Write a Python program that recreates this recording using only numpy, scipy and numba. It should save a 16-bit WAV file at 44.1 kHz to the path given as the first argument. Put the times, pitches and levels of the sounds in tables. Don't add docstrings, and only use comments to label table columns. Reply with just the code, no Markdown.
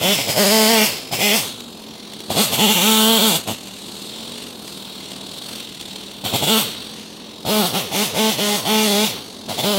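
import sys
import numpy as np
from scipy import signal
from scipy.fft import rfft, irfft
from scipy.io import wavfile
from scipy.ndimage import uniform_filter1d, map_coordinates
from numba import njit

SR = 44100
rng = np.random.default_rng(int(sys.argv[2]) if len(sys.argv) > 2 else 0)


def store_pcm(level_fs):
    pcm = np.round(np.clip(level_fs, -1, 1) * 32767).astype(np.int16)
    wavfile.write(sys.argv[1], SR, np.atleast_2d(pcm).T)


N = 431298

# [pressed t/s, released t/s, aimed firing rate f/Hz, exhaust trim/dB, rasp trim/dB]
TRIGGER_SQUEEZES = [(0.008, 0.134, 180, -1, -0.5), (0.176, 0.215, 138, -3.5, -0.5),
                    (0.272, 0.303, 160, 1, 0.5), (0.353, 0.845, 208, 1, 0), (1.114, 1.152, 125, -2, 0.5),
                    (1.186, 1.358, 210, -3.5, -0.5), (2.294, 2.322, 117, 4, -1), (2.35, 2.42, 222, 1, 0),
                    (2.516, 2.543, 153, -1, 2), (2.575, 2.726, 217.9, -1, 0),
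                    (2.752, 3.364, 215.1, -0.5, 0), (3.466, 3.522, 112, 1, -2.5),
                    (6.238, 6.273, 110, -3, 0.5), (6.325, 6.361, 146, 3, 1), (6.414, 6.447, 158, 2, -1),
                    (6.464, 6.586, 217, -2, -1), (7.449, 7.663, 214, -0.5, -4),
                    (7.726, 7.781, 200, -2.5, -4.5), (7.911, 8.035, 190, -1.5, -4),
                    (8.138, 8.306, 219, -1, -4), (8.372, 8.561, 207, -3, -4.5),
                    (8.643, 9.052, 214, -1, -3.5), (9.483, 9.528, 105, -1.5, -3.5),
                    (9.573, 9.608, 131, 0.5, -0.5), (9.623, 9.799, 203, -1, -4.5)]
# [f/Hz, relative level/dB]
PICKUP_MUFFLER = [(30, -45), (60, -6), (100, 3.5), (170, 5), (300, 2), (480, -2), (650, 5), (830, 0),
                  (1100, -10), (1600, -32), (4000, -53)]
# [f/Hz, relative level/dB]
IDLE_MUFFLER = [(30, -31), (70, -16), (130, -15), (220, -7.5), (300, -0.5), (440, 2), (700, -1),
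                (1100, -0.5), (1700, -16), (4000, -51)]
# [f/Hz, relative level/dB]
RUNNING_HOUSING = [(80, -63), (600, -4.5), (1650, -13.5), (2100, -5), (2750, -1.5), (3400, 2), (3900, -4.5),
                   (4500, -4), (5700, -6.5), (7800, -5), (9800, -9), (11500, -7), (15500, -9.5)]
# [f/Hz, relative level/dB]
IDLE_HOUSING = [(800, -9), (1900, -6.5), (2700, 0), (3300, 3), (3800, 2), (4080, 0), (4300, 1.5),
                (5000, -5), (6500, -6), (9000, -8), (10200, -13.5), (11300, -9), (12300, -16), (15500, -16)]


def engine():
    # [t/s, firing rate f/Hz]
    cuts = [
        [(0.045, 175.3), (0.111, 206), (0.13, 204.7)],
        [(0.47, 202.6), (0.488, 194.2), (0.526, 221.9), (0.666, 215.3), (0.712, 232.2), (0.806, 211.7),
         (0.84, 217.4)],
        [(1.23, 206.1), (1.278, 208.6), (1.294, 200), (1.304, 200), (1.35, 232.1)],
        [(2.85, 210), (2.87, 221), (2.92, 219.5), (3.04, 217.2), (3.1, 226.5), (3.18, 224.1)],
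        [(6.5, 217), (6.528, 227), (6.552, 215.3), (6.585, 228.6)],
        [(7.96, 192.1), (8.03, 218)],
        [(8.69, 213.7), (8.714, 217.2), (8.86, 215.5), (8.884, 201), (8.914, 207.5), (8.928, 198),
         (9.04, 218.7)],
        [(9.67, 203.4), (9.71, 210), (9.72, 211), (9.746, 193), (9.77, 196)],
    ]
    # [t/s, firing rate f/Hz, rattle level/dB, exhaust level/dB]
    idle = [(1.1, 43.98, -37, -38), (1.75, 43.56, -40, -39.5), (2.25, 42, -37, -41),
            (3.65, 37.94, -37, -41.5), (3.95, 39.2, -34.5, -38.5), (4.05, 43.5, -33, -38.5),
            (4.42, 49, -33, -37), (4.57, 39.1, -39.5, -37), (4.7, 39, -34.5, -41), (5.2, 38.4, -35, -37.5),
            (5.6, 45.1, -31, -39), (5.7, 35.33, -37, -44.5), (5.92, 39.5, -33.5, -38.5),
            (6.2, 39.08, -37.5, -41), (6.8, 41.1, -32.5, -36.5), (7.1, 43.02, -39, -41),
            (9.4, 43.02, -38.5, -40)]
    # [firing rate f/Hz, exhaust coasting level/dB, exhaust powered level/dB, rasp level/dB]
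    loudness = [(57, -40, -22, -29.5), (89, -31, -24.5, -25), (113, -32, -23, -22.5), (167, -28, -20, -16),
                (216, -25.5, -15.5, -14.5)]
    # [t/s, drop in aimed firing rate f/Hz, half-length to 1/e t/s]
    bogs = [(.447, 26.02, .014), (2.674, 33.93, .014), (2.795, 46.1, .038), (3.198, 45.98, .017),
            (3.338, 67.73, .042), (7.642, 42.14, .026)]
    climb_hz_per_s, kick_hz = 2450., 91.7
    settle_s, throttle_s = .005, .022
    coast_s, pinched_coast_s = .068, .023
    pinch_start_s, pinch_end_s = 3.36, 3.6
    clutch_hz = 22

    t = np.arange(N) / SR
    squeezes = np.array(TRIGGER_SQUEEZES)
    latest = np.maximum(np.searchsorted(squeezes[:, 0], t) - 1, 0)
    start, end, aim_hz, exhaust_trim_db, rasp_trim_db = squeezes[latest].T
    pressed = (t >= start) & (t < end)
    for cut in cuts:
        s, cut_hz = np.transpose(cut)
        cutting = (t >= s[0]) & (start < s[0])
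        aim_hz = np.where(cutting, np.interp(t + settle_s, s, cut_hz), aim_hz)
    for s, lost_hz, half_s in bogs:
        aim_hz = aim_hz - lost_hz * np.exp(-np.minimum(((t + settle_s - s) / half_s) ** 2, 20))

    idle_hz, rattle_db, mutter_db = curves(idle)
    pinched = (t > pinch_start_s) & (t < pinch_end_s)
    run_down_s = np.where(pinched, pinched_coast_s, coast_s)
    hz = flywheel(pressed, aim_hz, idle_hz, climb_hz_per_s, settle_s, run_down_s, kick_hz)
    throttle = np.clip(smooth(1. * pressed, throttle_s), 0, 1)
    driven = np.clip((hz - idle_hz) / clutch_hz, 0, 1)

    speeds_hz, *levels = np.transpose(loudness)
    coasting_db, power_db, running_db = (np.interp(hz, speeds_hz, db) for db in levels)
    off_throttle_db = fade(mutter_db, coasting_db, driven)
    exhaust_db = fade(off_throttle_db, power_db + smooth(exhaust_trim_db, throttle_s), throttle)
    rasp_db = fade(rattle_db, running_db + smooth(rasp_trim_db, throttle_s), driven)
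    return hz, throttle, driven, exhaust_db, rasp_db


@njit
def flywheel(pressed, aim, idle, climb, settle, coast, kick):
    hz, now = np.empty(len(aim)), 2 * idle[0]
    for i in range(len(aim)):
        if pressed[i]:
            now += min(max(climb, (kick - now) / settle), (aim[i] - now) / settle) / SR
        else:
            now += (idle[i] - now) / coast[i] / SR
        hz[i] = now
    return hz


def firings(hz):
    turns = np.cumsum(hz) / SR
    at = np.interp(np.arange(1, turns[-1]), turns, np.arange(N))
    rate_hz = hz[at.astype(int)]
    unsteady = np.interp(rate_hz, [45, 125, 165, 200], [1, .5, .13, .04])
    jitter = .018 * unsteady * rng.standard_normal(len(at)) * SR / rate_hz
    return at + jitter, unsteady


def scatter(unsteady, least_db, most_db):
    spread_db = least_db + unsteady * (most_db - least_db)
    return undb(spread_db * np.clip(rng.standard_normal(len(unsteady)), -2, 2))


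def exhaust(at, unsteady, hz, throttle):
    # [f/Hz, relative level/dB]
    full_speed_muffler = [(30, -51), (60, -16), (110, -3), (215, 8), (330, -1), (440, 4.5), (660, -6.5),
                          (880, 0), (1080, -27.5), (1320, -11.5), (1700, -25.5), (2400, -25), (5000, -44)]
    size = scatter(unsteady, least_db=.5, most_db=2.0)
    pulses = baffles(steady(clicks(at, -size)))
    gas = steady(noise() * puffs(at, size, rise_s=.0015, fall_s=.007))

    flat_out = steady(colour(pulses + undb(-17.5) * gas, full_speed_muffler))
    bark_gas_db = np.interp(hz, [90, 150], [-1, -8])
    barking = steady(colour(pulses + undb(bark_gas_db) * gas, PICKUP_MUFFLER))
    mutter = steady(colour(gas + undb(2.0) * noise(), IDLE_MUFFLER))
    mutter_db = np.interp(hz, [45, 90], [-2, -7])
    coasting = steady(pumping(hz) + undb(mutter_db) * mutter)

    loaded = blend(barking, flat_out, (hz - 135) / 48)
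    return steady(blend(coasting, loaded, throttle))


def baffles(x):
    for hz, width_hz in [(600, 260), (900, 260), (1400, 400), (2100, 600)]:
        x = x - 2 * band(x, hz, width_hz)
    return x


def pumping(hz):
    # [multiple of crank speed, level/dB]
    harmonics = [(1, 6.5), (2, 1), (3, -6), (4, -5), (5, 2), (6, -18), (7, -5.5), (9, -5.5), (11, -7)]
    # [f/Hz, relative level/dB]
    cavity = [(35, -40), (65, -17), (85, -14.5), (105, -6), (150, -2), (210, 2), (280, -4.5), (450, 4.5),
              (1000, -22.5)]
    phase = 2 * np.pi * np.cumsum(hz) / SR
    tone = np.zeros(N)
    for multiple, db in harmonics:
        tone += undb(db) * np.cos(multiple * phase + rng.uniform(0, 2 * np.pi))
    return steady(colour(tone, cavity))


def rasp(at, unsteady, hz, throttle):
    size = scatter(unsteady, least_db=.5, most_db=2.8)
    edge = multipath(clicks(at, size), spread_s=.0035)
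    edge = signal.sosfilt(signal.butter(2, 4000, fs=SR, output="sos"), edge)
    gas = steady(noise() * puffs(at, size, rise_s=.0035, fall_s=.025))
    chips = steady(noise() * (rng.random(N) < 2500 / SR))
    hiss = steady(gas + undb(-8) * chips)
    running = colour(hiss + undb(-6 + 7.8 * throttle) * edge, RUNNING_HOUSING)

    drag_at = at + .002 * SR * unsteady * rng.standard_normal(len(at))
    stroke_size = scatter(unsteady, least_db=1, most_db=2.2)
    strokes = puffs(drag_at, stroke_size, rise_s=.005, fall_s=.005)
    strokes = uniform_filter1d(strokes, size=350)
    whirr = undb(-.5 + 2 * walk(size=9000)) * noise()
    rattle = steady(colour(steady(noise() * strokes) + whirr, IDLE_HOUSING))

    direct = steady(ring(blend(rattle, running, (hz - 55) / 75)))
    return direct + .25 * multipath(direct, spread_s=.001)


def ring(x):
    # [f/Hz, width f/Hz, level before common gain/dB]
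    modes = [(2077, 21, -4), (2692, 19, -0.5), (2826, 12.3, -6), (3490, 11, 2), (3600, 15, -3),
             (3846, 23, 3.5), (4270, 18, 4), (5300, 26, -10)]
    return x + undb(.5) * sum(undb(db) * band(x, hz, width_hz) for hz, width_hz, db in modes)


def multipath(x, spread_s, count=4):
    decay = np.exp(-np.arange(1024) / SR / spread_s)
    paths = rng.standard_normal((count, len(decay))) * decay / np.linalg.norm(decay)
    return steady(sum(walk(size=6000) * signal.oaconvolve(x, path)[:N] for path in paths))


def catches(hz):
    below_hz, burst_db = 160, -12
    s, _, _, _, rasp_trim_db = np.transpose(TRIGGER_SQUEEZES)
    slow = hz[(s * SR).astype(int)] < below_hz
    size = slow * undb(burst_db + rasp_trim_db)
    burst = noise() * puffs((s + .006) * SR, size, rise_s=.005, fall_s=.018)
    return undb(-11) * colour(burst, PICKUP_MUFFLER) + undb(-11) * colour(burst, RUNNING_HOUSING)


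def clacks():
    # [t/s, strike level before colouring/dB]
    slaps = [(1.6035, -23), (2.134, -25), (2.203, -24), (3.6706, -25.5), (3.8821, -29), (3.9525, -28),
             (4.6773, -25), (5.0418, -29), (5.1161, -24), (5.3727, -27), (5.8099, -21.5), (5.892, -38),
             (5.9593, -24.5), (6.9955, -29)]
    s, strike_db = np.transpose(slaps)
    slap = noise() * puffs(s * SR, undb(strike_db), rise_s=.001, fall_s=.0039)
    steel = undb(.5) * colour(slap, IDLE_HOUSING)
    knock = undb(-7.5) * colour(slap, IDLE_MUFFLER)
    tick = undb(-18) * slap
    return steel + knock + tick


def held(x, driven):
    # [t/s, height/m, treble level above 6 kHz/dB]
    hold = [(0, 1.73, 1.5), (.45, 2.17, 4.5), (.85, 2.09, 3.5), (1.37, 1.904, 2.5), (1.9, 0.91, -1.5),
            (2.4, 1.18, -1), (2.9, 1.51, 4), (3.3, 1.328, 2), (4.3, 1.14, 0.5), (6.1, 1.14, 0),
            (6.5, 1.27, 2), (7.1, 1.01, -4.5), (7.6, 1.03, -0.5), (8.9, 0.99, -1.5), (9.78, 1.0, -1.5)]
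    poses = [(1.0, 0.28), (1.5, 0.16), (2.05, 0.24)]
    # [f/Hz, width f/Hz, low level/dB, chest level/dB, overhead level/dB]
    lobes = [(420, 98.4, 0.5, -3, 0.5), (690, 210, 2.5, -1.5, 5.5), (890, 180, 0, 0.5, 2),
             (1400, 250, -0.5, 6, -1.5), (1940, 940, -1, -4.5, 7), (5200, 1000, -1.5, -3.5, 7.5)]
    lag_ms_per_m = .196
    height_m, treble_db = curves(hold)
    pose_m, strength = np.transpose(poses)

    body = signal.sosfiltfilt(signal.butter(2, 6000, fs=SR, output="sos"), x)
    x = body + undb(treble_db) * (x - body)
    x = x + sum((undb(np.interp(height_m, pose_m, db)) - 1) * band(x, hz, width_hz)
                for hz, width_hz, *db in lobes)
    hollow_db = 5 * (driven - .5)
    x = x + (undb(hollow_db) - 1) * band(x, 1230, 600)

    late = np.arange(N) - lag_ms_per_m * height_m * SR / 1000
    returned = signal.sosfiltfilt(signal.butter(1, [800, 12000], "band", fs=SR, output="sos"), x)
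    reflection = map_coordinates(returned, [late], order=3)
    return steady(x + np.interp(height_m, pose_m, strength) * reflection)


def trees(x, t60_s, wet_db, onset_s):
    t = np.arange(SR) / SR
    tail = rng.standard_normal(SR) * np.exp(-np.log(1000) * t / t60_s) * (1 - np.exp(-t / onset_s))
    echo = signal.fftconvolve(x, tail / np.linalg.norm(tail))[:N]
    return undb(wet_db) * signal.sosfilt(signal.butter(1, 3500, fs=SR, output="sos"), echo)


def glade():
    # [f/Hz, relative level/dB]
    spectrum = [(25, -4), (90, -6), (250, 8.5), (1000, -16.5), (4000, -21), (15000, -40)]
    return undb(-42) * colour(noise(), spectrum)


def undb(db):
    return 10 ** (np.asarray(db) / 20)


def curves(table):
    s, *columns = np.transpose(table)
    return [np.interp(np.arange(N) / SR, s, column) for column in columns]


def noise():
    return rng.standard_normal(N)


def walk(size):
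    held_levels = np.repeat(rng.standard_normal(N // size + 1), size)
    return 1.3 * uniform_filter1d(uniform_filter1d(held_levels, size), size)[:N]


def steady(x, size=2205):
    power = uniform_filter1d(uniform_filter1d(x * x, size), size // 2)
    return x / np.sqrt(np.abs(power) + 1e-12)


def smooth(x, span_s):
    return uniform_filter1d(x, max(int(span_s * SR), 1))


def fade(a, b, share):
    return a + share * (b - a)


def blend(a, b, share):
    share = np.clip(share, 0, 1)
    return np.sqrt(1 - share) * a + np.sqrt(share) * b


def band(x, hz, width_hz):
    return signal.lfilter(*signal.iirpeak(hz, hz / width_hz, fs=SR), x)


def colour(x, points):
    hz, db = np.transpose(points)
    f = np.maximum(np.fft.rfftfreq(4096, 1 / SR), 1)
    cepstrum = irfft(np.log(undb(np.interp(np.log(f), np.log(hz), db))))
    half = len(cepstrum) // 2
    causal = 2 * cepstrum[:half] * (np.arange(half) > 0)
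    response = irfft(np.exp(rfft(causal, 2 * half)))[:half]
    return signal.fftconvolve(x, response / np.linalg.norm(response))[:N]


def clicks(at, size):
    taps = np.floor(at).astype(int)[:, None] + np.arange(-7, 9)
    offset = taps - at[:, None]
    shape = np.sinc(offset) * np.sinc(offset / 8)
    return np.bincount(np.clip(taps, 0, N - 1).ravel(), (shape * size[:, None]).ravel(), N)


def puffs(at, size, rise_s, fall_s):
    t = np.arange(SR // 10) / SR
    swell = (1 - np.exp(-t / rise_s)) * np.exp(-t / fall_s)
    return signal.fftconvolve(clicks(at, size), swell)[:N]


def scene():
    hz, throttle, driven, exhaust_db, rasp_db = engine()
    exhaust_db = exhaust_db + .92 * walk(size=2400)
    at, unsteady = firings(hz)
    saw = undb(exhaust_db - 1.47) * held(exhaust(at, unsteady, hz, throttle), driven)
    saw = saw + undb(rasp_db - .56) * held(rasp(at, unsteady, hz, throttle), driven)
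    saw = saw + clacks() + catches(hz)
    echo = trees(saw, t60_s=.5, wet_db=-20, onset_s=.022)
    mono = saw + echo + glade()
    return np.array([mono, mono])


def record(dry):
    top_hz = 15750
    heard = signal.sosfilt(signal.butter(2, 48, "high", fs=SR, output="sos"), dry)
    clipped = np.clip(heard, -1, 1)
    return signal.sosfilt(signal.ellip(10, .2, 80, top_hz, fs=SR, output="sos"), clipped)


dry = scene()
out = record(dry)
store_pcm(out)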